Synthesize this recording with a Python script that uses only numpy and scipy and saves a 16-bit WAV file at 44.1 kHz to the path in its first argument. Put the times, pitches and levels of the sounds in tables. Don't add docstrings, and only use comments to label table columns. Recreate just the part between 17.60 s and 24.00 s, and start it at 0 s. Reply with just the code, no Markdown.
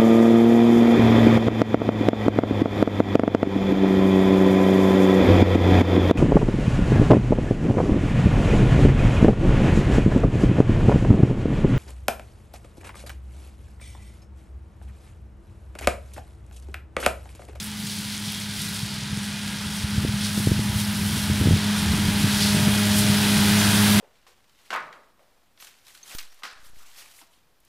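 import sys
import numpy as np
from scipy import signal
from scipy.fft import rfft, irfft
from scipy.io import wavfile

SR = 44100
rng = np.random.default_rng(int(sys.argv[2]) if len(sys.argv) > 2 else 0)


def master(y):
    cut = np.clip(np.atleast_2d(y).T, -1, 1)
    pcm = np.round(cut * 32767)
    wavfile.write(sys.argv[1], SR, pcm.astype(np.int16))


def magnitude_from_level(level_db):
    exponent = np.asarray(level_db, float) / 20
    return 10 ** exponent


N = 282240

# time_s, second_knife_harmonic_hz, hum_level_db, roar_level_db
APPROACH = [(0.0, 209.5, -37.5, -43.5), (0.4, 206.9, -36, -43), (0.8, 205.3, -35.5, -42),
            (1.2, 204.0, -36.5, -41), (1.6, 204.0, -32.5, -40.5), (2.0, 204.8, -34.5, -39),
            (2.4, 205.3, -29, -38), (2.8, 206.0, -27.5, -37), (3.2, 206.3, -27.5, -37),
            (3.6, 206.2, -27, -35), (4.0, 206.0, -23.5, -33), (4.4, 205.9, -25.5, -32.5),
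            (4.75, 205.2, -22.5, -31), (5.02, 204.4, -20.5, -30.5), (5.3, 205.9, -20.5, -30.5),
            (5.65, 205.2, -20, -28.5), (5.95, 206.3, -18.5, -27), (6.4, 206.2, -18.5, -26)]
# knife_rate_multiple, level_in_family_db
HUM_FAMILIES = [
    [(2, 0.1)],
    [(1, -3.5)],
    [(4, -0.5), (3, -4.5), (6.55, -10), (7, -10)],
    [(6, -5)],
    [(8, -7), (9, -8), (9.5, -9.5)],
    [(16, 0), (14, -3), (15, -2), (19.04, -4), (24, 0), (25, -7)],
    [(32, 0)],
]
# close_level_db, growth_db_per_db, far_level_db
HUM_GROWTH = [
    (-20.5, 1.0, -45),
    (-23.5, 1.34, -42),
    (-38, 2, -58),
    (-37, 2, -68),
    (-43, 1.4, -57),
    (-44, 1.5, -60.5),
    (-46, 3, -59.5),
]
# centre_s, half_length_s, change_db
HUM_SPELLS = [
    [],
    [(.8, .4, 2.5), (3.2, 0.34, 5)],
    [(3.4, 0.65, -2), (4.4, 0.25, 5)],
    [(4.74, 0.85, 3), (5.9, 0.42, -6)],
    [(3.2, .3, 8), (4.58, 0.69, 8), (5.3, .3, -12)],
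    [(1.06, 0.4, 9), (1.9, 0.69, 7.5), (6.6, 0.55, -1), (4.6, 0.65, 3.5)],
    [(.75, .25, 14), (2.1, .3, 10), (5.1, .4, 8)],
]
# frequency_hz, density_db (per Hz)
ROAR_COLOUR = [(250, -56), (430, -10.5), (472, -13.5), (563, -13), (617, -10), (724, -13), (821, -7),
               (1090, -7.5), (1590, -4.5), (2330, -9.5), (3200, -8), (4160, -14), (7040, -120)]
# frequency_hz, gain_db
GROUND_DIP = [(20, -5.5), (1000, 0), (1080, -3.5), (1260, -1), (20000, 1.5)]
# time_s, hiss_level_db, air_clearness_db
CUT = [(0.0, -37, -4), (0.2, -41, 1), (0.5, -35.5, -2.5), (0.6, -36.5, -2), (0.78, -37, -1),
       (0.88, -37, -5), (1.1, -35.5, -0.5), (1.44, -37, -7.5), (1.9, -36.5, -4), (2.5, -36, -2.5),
       (2.96, -35, -1), (3.45, -34.5, 4), (4.0, -32, -4), (4.5, -31, 0.5), (5.15, -29, 1.5),
       (5.55, -27.5, 2), (6.0, -25.5, 2), (6.4, -26, 4.5)]
# frequency_hz, density_db
CUT_COLOUR = [(1900, -5), (2650, -5.5), (3300, -0.5), (3900, -1), (4700, -1), (5600, -3.5), (6680, -7),
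              (8070, -7.5), (9100, -6), (9750, -4), (10500, -7.5), (11300, -10), (13000, -12.5),
              (15800, -20.5)]
# centre_s, swell_db, half_length_s, brightness_db
TUFTS = [(0.0, 5.5, 0.035, 0), (0.052, -2.5, 0.048, 9), (0.302, 5.5, 0.18, -0.5), (0.705, 4, 0.083, -1.5),
         (0.81, 2.5, .04, -1), (1.02, 3, 0.12, 1.5), (1.168, 3, 0.055, 1.5), (1.57, 0.5, .04, 3),
         (1.646, 0.5, 0.03, 5), (2.17, 1.5, 0.088, 2.5), (2.35, 1.5, 0.057, -0.5), (2.649, 7, 0.073, -1),
         (2.8, 1.5, 0.16, 5), (3.06, -1.5, 0.037, 3), (3.205, 4, 0.062, 1), (3.582, 2, 0.16, 0.5),
         (3.8, -1.5, 0.046, 4), (3.89, -1.5, 0.11, 2.5), (3.97, 1.5, .06, -2.5), (4.193, 2, 0.055, 1.5),
         (4.62, 1.5, 0.059, -0.5), (4.837, 5.5, 0.21, -2.5), (4.828, 3.5, 0.031, -4),
         (5.045, 2, 0.035, -1.5), (5.388, 2, 0.061, 5), (6.208, 0, 0.13, 1.5)]
# time_s, rumble_level_db, extra_depth_db (larger eddies are deeper)
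BREEZE = [(0.0, -39, -5), (0.6, -37, -8), (0.9, -41, 0), (1.35, -37, -4), (1.75, -35.5, -8),
          (2.21, -37.5, 4), (2.41, -26, -4), (2.6, -34, 1), (2.8, -37, 2), (2.97, -28, -2),
          (3.3, -31.5, -2), (3.83, -28, 2), (4.1, -32.5, -5), (4.33, -28.5, 14), (4.47, -24.5, -3),
          (5.05, -38, 10), (5.3, -28.5, -2), (6.3, -29.5, -4)]
# frequency_hz, density_db (per Hz)
BREEZE_COLOUR = [(13, -56), (22, -28.5), (81, -2.5), (156, -2), (190, -0.5), (230, -11), (254, -9),
                 (360, -19.5), (620, -43), (810, -59), (1360, -120)]
# centre_s, peak_db, pitch_hz
SNAPS = [(0.0021, -20, 6200), (0.0358, -28, 10000), (0.4082, -29, 12500), (0.4869, -24, 4700),
         (0.5537, -22, 6200), (0.565, -32, 12500), (0.6278, -27, 6200), (0.6956, -29, 12500),
         (0.815, -30, 12500), (0.8427, -22, 4700), (0.9518, -31, 12500), (0.961, -30, 12500),
         (0.9705, -28, 12500), (0.9806, -28, 12500), (0.9999, -27, 12500), (1.0383, -26, 12500),
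         (1.1754, -28, 12500), (1.1838, -26, 8000), (1.205, -29, 12500), (1.2229, -22, 8000),
         (1.2551, -27, 8000), (1.2633, -32, 12500), (1.3108, -32, 12500), (1.3407, -28, 10000),
         (1.4347, -24, 6200), (1.4999, -30, 10000), (1.5194, -29, 10000), (1.5889, -27, 6200),
         (1.6257, -29, 10000), (1.6329, -29, 10000), (2.057, -29, 10000), (2.1601, -26, 10000),
         (2.1649, -27, 12500), (2.5182, -29, 12500), (2.6488, -22, 6200), (2.6581, -20, 4700),
         (2.7971, -23, 8000), (2.8838, -27, 12500), (3.149, -26, 12500), (3.2109, -22, 12500),
         (3.2791, -25, 12500), (3.4874, -22, 10000), (3.5773, -22, 8000), (3.6804, -22, 10000),
         (3.7737, -24, 8000), (3.7934, -24, 8000), (3.9728, -24, 10000), (4.6112, -23, 12500),
         (4.809, -18, 8000), (4.8336, -11, 4700), (5.1527, -15, 8000), (5.2846, -18, 8000),
         (5.3677, -15, 10000), (5.3819, -17, 8000), (6.0987, -15, 8000), (6.3444, -17, 8000)]
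# centre_s, peak_db, pitch_hz
CRACKS = [(0.0428, -17, 10800), (0.2688, -19, 6276), (0.5786, -15, 7200), (0.7218, -16, 12200),
          (0.8006, -17, 8932), (0.9398, -23, 8241), (1.0186, -15, 10800), (1.0575, -21, 7500),
          (1.145, -23, 7384), (1.164, -18, 7500), (1.1936, -19, 7280), (1.2321, -24, 10000),
          (1.572, -18, 7881), (1.6546, -22, 9800), (1.8627, -26, 10218), (2.6683, -16, 7500),
          (0.1163, -21, 8500), (1.7276, -21, 7500), (2.7846, -21, 10769), (2.804, -22, 11337),
          (2.8429, -22, 8056), (3.1896, -19, 6299), (3.5613, -20, 8091), (3.7334, -17, 8286),
          (4.5371, -17, 10676), (5.3617, -17, 12521)]
# time_s, snap_db, thump_db, thump_hz
POPS = [(1.531, -37, -11.5, 135), (1.576, -35, -15, 129), (2.382, -33, -8, 111), (2.45, -16.5, -18, 150),
        (2.778, -24.5, -13, 160), (2.802, -27, -10, 114), (2.873, -13.5, -6.5, 120),
        (2.918, -16.5, -3, 102), (2.947, -32, -26, 85), (2.994, -22.5, -7.5, 102), (3.53, -33.5, -14, 143),
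        (3.7, -23.5, -12, 96), (3.718, -35, -8, 112), (3.814, -20, -5, 106), (3.859, -22.5, -3, 133),
        (3.873, -13, -20, 111), (3.888, -26, -3, 157), (3.91, -15, -1, 107), (3.922, -22.5, -8, 133),
        (3.964, -23, -11, 96), (4.319, -34, -6, 149), (4.336, -24, -5.5, 155), (4.488, -26, -6, 122),
        (4.645, -29, -6, 137), (4.949, -24, -9, 129), (4.995, -23, -30, 100), (5.009, -25, -16, 168),
        (5.084, -19.5, -24, 158), (5.792, -39, -6, 153), (5.882, -21, -16, 134)]
# time_s, thump_db, thump_hz
PUFFS = [(0.185, -29, 142), (1.232, -13, 125), (1.427, -19, 134), (1.47, -23, 141), (2.066, -14, 101),
         (2.115, -20, 121), (2.243, -11, 98), (2.492, -7, 112), (2.856, -30, 164), (2.886, -12, 108),
         (2.984, -14, 147), (3.161, -7.5, 103), (3.398, -13, 127), (3.6, -18, 150), (4.239, -20, 75),
         (3.836, -20, 127), (3.937, 0.5, 109), (4.195, -13, 101), (4.271, -16, 123), (4.375, -17, 120),
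         (4.427, -11, 124), (4.546, -22, 154), (5.027, -5.5, 158), (5.074, -3.5, 170), (5.502, -7, 147),
         (5.771, -5, 111), (5.908, -9, 122), (6.005, -27, 108), (6.079, -26, 132), (2.542, -9, 125),
         (2.611, -19, 136), (3.062, -24, 134), (3.227, -22, 126), (3.415, -13, 154), (3.552, -23, 149),
         (3.981, -10, 138), (4.394, -14, 132), (4.719, -18, 137), (4.85, -21, 158), (4.927, -17, 129),
         (4.974, -13, 171), (5.133, -22, 156), (5.522, -15, 144), (5.727, -13, 157), (5.967, -18, 116),
         (5.983, -16, 158), (6.157, -12, 120), (6.287, -14, 178), (6.313, -23, 170),
         (.08, -23, 110),
    (.24, -19, 160),
    (.4, -24, 160),
    (.527, -23.5, 150),
    (.68, -19, 143),
    (.89, -24, 170),
    (1.0, -19, 160),
    (1.05, -24, 150),
    (1.32, -26, 130),
]
# time_s, snap_db
FLICKS = [(2.481, -35), (2.787, -34), (2.895, -31), (2.912, -25), (3.436, -34), (3.571, -31), (3.825, -29),
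          (3.837, -27), (4.169, -42), (4.184, -41), (4.246, -43), (4.27, -31), (4.364, -33), (4.387, -32),
          (4.411, -37), (4.427, -33), (4.449, -32), (4.471, -34), (4.519, -32), (4.673, -28), (4.851, -33),
          (4.971, -25), (5.167, -29), (5.207, -36), (5.246, -31)]
# start_s, peak_db, pitch_hz
HEAVES = [(0.176, -39, 80.7), (0.926, -41, 56), (1.174, -35, 88.8), (1.498, -29, 77.5), (1.843, -43, 61.9),
          (2.059, -30, 88.8), (2.225, -20, 88.8), (2.359, -24, 67.3), (2.525, -25, 75.4), (2.85, -33, 37.7),
          (2.863, -27, 88.8), (2.873, -23, 88.8), (3.107, -22, 80.7), (3.279, -24, 86.1),
          (3.372, -25, 70.0), (3.499, -26, 72.7), (3.678, -29, 88.8), (3.875, -21, 37.7),
          (3.875, -17, 88.8), (4.172, -34, 88.8), (4.234, -23, 88.8), (4.313, -24, 86.1),
          (4.914, -38, 88.8), (4.929, -35, 88.8), (4.98, -24, 88.8), (5.324, -29, 86.1), (5.617, -28, 88.8),
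          (5.86, -33, 37.7), (5.86, -29, 88.8), (6.13, -27, 88.8)]
# centre_s, low_hz, high_hz, difference_db
SLIPS = [(2.025, 4515, 6364, -48), (2.025, 12276, 13781, -58), (2.42, 8836, 11000, -51),
         (2.56, 10234, 11782, -52), (5.115, 8148, 9718, -43), (5.115, 13652, 15179, -53),
         (5.58, 4200, 5700, -35), (5.58, 13695, 15222, -49), (5.58, 15265, 15845, -55),
         (5.83, 13800, 15910, -48), (6.0, 5568, 7675, -33), (6.045, 4140, 5130, -35),
         (6.045, 5590, 6923, -40), (6.045, 7460, 9030, -38), (6.18, 14319, 15910, -47)]
# start_s, loudest_s, end_s, pitch_hz, glide_hz_per_s, peak_db
WHISTLE = [
    (2.3, 2.6, 2.8, 15070, 90, -63),
    (2.95, 3.55, 3.7, 15105, 15, -60),
    (3.75, 4.0, 4.2, 15110, 90, -54),
    (4.2, 4.55, 4.75, 15095, -40, -60),
    (5.45, 5.95, 6.05, 15570, 150, -54),
    (6.05, 6.2, 6.5, 15540, -200, -54),
    (6.2, 6.33, 6.45, 15010, 300, -54),
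]


def rms_one(x):
    return x / np.sqrt(np.mean(x ** 2) + 1e-20)


def in_time(rows):
    s, *columns = np.transpose(rows)
    return [np.interp(np.arange(N) / SR, s, column) for column in columns]


def triangle(centre_s, half_s):
    return np.clip(1 - np.abs(np.arange(N) / SR - centre_s) / half_s, 0, 1)


def drift(rate):
    pole = np.exp(-40 * np.pi * rate / SR)
    noise = rng.standard_normal(N // 20 + 2002)
    slow = signal.lfilter([1], [1, -2 * pole, pole * pole], noise)[2000:]
    return np.interp(np.arange(N) / 20, np.arange(len(slow)), rms_one(slow))


def coloured(x, spectrum):
    hz, db = np.transpose(spectrum)
    bins = np.maximum(np.fft.rfftfreq(len(x), 1 / SR), 1)
    gain = magnitude_from_level(np.interp(np.log(bins), np.log(hz), db, left=-120, right=-120))
    return irfft(rfft(x) * gain, len(x))


def bands(x, edges_hz):
    bins = np.log(np.maximum(np.fft.rfftfreq(len(x), 1 / SR), 1))
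    whole = rfft(x)
    tents = np.eye(len(edges_hz))
    return [irfft(whole * np.sqrt(np.interp(bins, np.log(edges_hz), tent)), len(x)) for tent in tents]


def patchy(source, spectrum, tilts, patchy_db, rate, count):
    centres = np.geomspace(spectrum[0][0], spectrum[-1][0], count)
    tilt_hz = np.log([hz for hz, db in tilts])
    tilt_db = np.array([db - np.mean(db) for hz, db in tilts])
    draws = [bands(coloured(source(), spectrum), centres) for k in range(2)]
    out, shared = 0, drift(rate)
    for k, hz in enumerate(centres):
        share = [np.interp(np.log(hz), tilt_hz, tent) for tent in np.eye(len(tilts))]
        flicker_db = patchy_db * (0.35 * shared + drift(rate))
        out = out + draws[k % 2][k] * magnitude_from_level(share @ tilt_db + flicker_db)
    return rms_one(out)


def without_deep_bass(x):
    return signal.sosfilt(signal.butter(2, 40.0, "high", fs=SR, output="sos"), x)


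def hum_levels(hum_db):
    levels_db = []
    for (close_db, growth, far_db), spells in zip(HUM_GROWTH, HUM_SPELLS):
        level_db = np.maximum(close_db + growth * (hum_db + 19.5), far_db)
        levels_db.append(level_db + sum(db * triangle(s, half_s) for s, half_s, db in spells))
    return levels_db


def discs(knife, levels_db):
    out = 0
    for family, level_db in zip(HUM_FAMILIES, levels_db):
        for multiple, db in family:
            wobble = min(.03 * multiple, .45) * drift(5.0) + rng.uniform(0, 2 * np.pi)
            waver_db = min(.3 * multiple, 2.2) * drift(5.0)
            out = out + magnitude_from_level(level_db + db + waver_db) * np.sin(multiple * knife + wobble)
    return np.sqrt(2) * out


def roar(level_db):
    low_db = 0.13 * level_db - 0.35 * drift(1.7)
    tilts = [(800, low_db), (1500, 0 * low_db)]

    def engine():
        return coloured(rng.standard_normal(N), GROUND_DIP)
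    return magnitude_from_level(level_db + 0.6) * patchy(engine, ROAR_COLOUR, tilts, patchy_db=0.57, rate=26.0, count=7)


def grass():
    level_db, clear_db = in_time(CUT)
    swell_db = sum(db * triangle(s, half_s) for s, db, half_s, bright_db in TUFTS)
    tuft_db = sum(bright_db * triangle(s, half_s) for s, db, half_s, bright_db in TUFTS)
    low_db = -.4 * swell_db
    bright_db = 0.3 * clear_db + 0.79 * tuft_db
    return level_db + swell_db, low_db, bright_db, clear_db + tuft_db


def cutting(knife):
    level_db, low_db, bright_db, top_db = grass()
    sweep = 1 + .035 * np.sin(knife / 2) + .05 * np.sin(knife + 1.3) + .04 * np.sin(2 * knife + 2.2)
    crisp = np.linspace(1.3, .6, N)

    def stalks():
        struck = rng.random(N) < 5000 / SR
        strength = magnitude_from_level(3.2 * np.minimum(rng.exponential(1, N), 6))
        breaks = struck * strength * rng.choice([-1, 1], N)
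        return crisp * rms_one(breaks) + rng.standard_normal(N)
    tilts = [(2400, low_db), (4500, 0 * top_db), (9000, bright_db), (13500, top_db)]
    hiss = patchy(stalks, CUT_COLOUR, tilts, patchy_db=.5, rate=63.0, count=9) / np.sqrt(1 + crisp ** 2)
    return magnitude_from_level(level_db + 4.0 + crisp * 0.5 * drift(72.0)) * sweep * hiss


def breeze(roar_db):
    level_db, deep_db = in_time(BREEZE)
    flutter_db = 1.0 * roar_db + 0.47 * level_db - 44
    lumps = magnitude_from_level((1.2 + 0.047 * (level_db + 26)) * drift(11.0))
    level = 0 * level_db
    tilts = [(45, deep_db), (85, 0.54 * deep_db), (120, level), (170, level), (300, flutter_db - level_db)]

    def eddies():
        return lumps * rng.standard_normal(N)
    return magnitude_from_level(level_db + 1.0) * patchy(eddies, BREEZE_COLOUR, tilts, patchy_db=0.2, rate=13.0, count=6)


def snaps():
    out, t = np.zeros(N + 100), (np.arange(100) - 40) / SR
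    for s, db, hz in SNAPS:
        at = round(s * SR)
        ring = np.exp(-(t * hz / 1.1) ** 2) * np.sin(2 * np.pi * hz * t)
        out[at:at + len(t)] += magnitude_from_level(db + 0.5) * ring
    return out[:N]


def cracks():
    out, t = np.zeros(N + 100), (np.arange(100) - 30) / SR
    for s, db, hz in CRACKS:
        at = round(s * SR)
        tick = np.exp(-(t / .0001) ** 2) * np.sin(2 * np.pi * hz * t + .8)
        out[at:at + len(t)] += magnitude_from_level(db - .5) * tick
    return out[:N]


def pops():
    out, t = np.zeros(N + 3000), np.arange(3000) / SR
    puffs = [(s, db - 29, db, hz) for s, db, hz in PUFFS]
    flicks = [(s, db, db + 6, 170) for s, db in FLICKS]
    eddies = POPS + puffs + flicks
    chances = rng.uniform(-0.9, 1, (len(eddies), 2))
    for (s, snap_db, thump_db, thump_hz), (lean, sharp) in zip(eddies, chances):
        edge = (t - .005) * 266 * (1 + 0.053 * sharp) * 4.4
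        snap = np.cos(1.17 * edge + 0.91 + 0.6 * lean) / (1 + edge ** 2 / 2) ** 1.24
        swell = t / 0.0077 * np.exp(1 - t / 0.0048)
        thump = swell * np.sin(2 * np.pi * thump_hz * (t - .005) * (1.12 - 11.0 * t))
        push = np.sign(snap_db - thump_db + 15.5)
        at = round((s - .005) * SR)
        out[at:at + len(t)] += push * (magnitude_from_level(snap_db + 9.5) * snap - magnitude_from_level(thump_db - 4.5) * thump)
    return without_deep_bass(out[:N])


def heaves():
    out, t = np.zeros(N + 4000), np.arange(4000) / SR
    for s, db, hz in HEAVES:
        at, turns = round(s * SR), t * hz
        swell = np.sin(np.pi * np.minimum(turns / 3, 1)) ** 2
        out[at:at + len(t)] -= magnitude_from_level(db - 4.5) * swell * np.sin(2 * np.pi * turns)
    return without_deep_bass(out[:N])


def slips():
    out, length = np.zeros(N), 2048
    for s, low_hz, high_hz, db in SLIPS:
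        noise = coloured(rng.standard_normal(length), [(low_hz, 0), (high_hz, 0)])
        at = round(s * SR) - length // 2
        out[at:at + length] += magnitude_from_level(db + 2.0) * rms_one(noise) * np.hanning(length) ** 1.2
    return out


def whistle():
    out, t = 0, np.arange(N) / SR
    for start, loudest, end, hz, glide, peak_db in WHISTLE:
        db = peak_db - 6 * np.interp(t, [start, loudest, end], [1, 0, 1])
        fade = np.clip(np.minimum(t - start, end - t) / .1 + .5, 0, 1)
        gain = fade * magnitude_from_level(db + 2 + 3 * drift(8.0))
        pitch_hz = hz + glide * (t - loudest) + 9.0 * drift(40.0)
        turn = 2 * np.pi * np.cumsum(pitch_hz) / SR
        out = out + gain * (np.sin(turn) + magnitude_from_level(-5) * np.sin(turn + 2 * np.pi * 60 * t))
    return out


def scene():
    hum_hz, hum_db, roar_db = in_time(APPROACH)
    knife = np.pi * np.cumsum(hum_hz) / SR
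    mower = discs(knife, hum_levels(hum_db)) + roar(roar_db) + whistle()
    stalks = cutting(knife) + snaps() + cracks()
    wind = breeze(roar_db) + pops() + heaves()
    mono = mower + stalks + wind
    return np.array([mono, mono])


def band_limit(x):
    return signal.sosfilt(signal.butter(12, 17050, fs=SR, output="sos"), x)


def record(dry):
    rounded = .75 * np.tanh(dry / .75)
    low_pass = signal.ellip(12, .3, 60, 15750, fs=SR, output="sos")
    mix = signal.sosfilt(low_pass, rounded) + slips() * [[1], [-1]]
    return band_limit(mix)


dry = scene()
out = record(dry)
master(out)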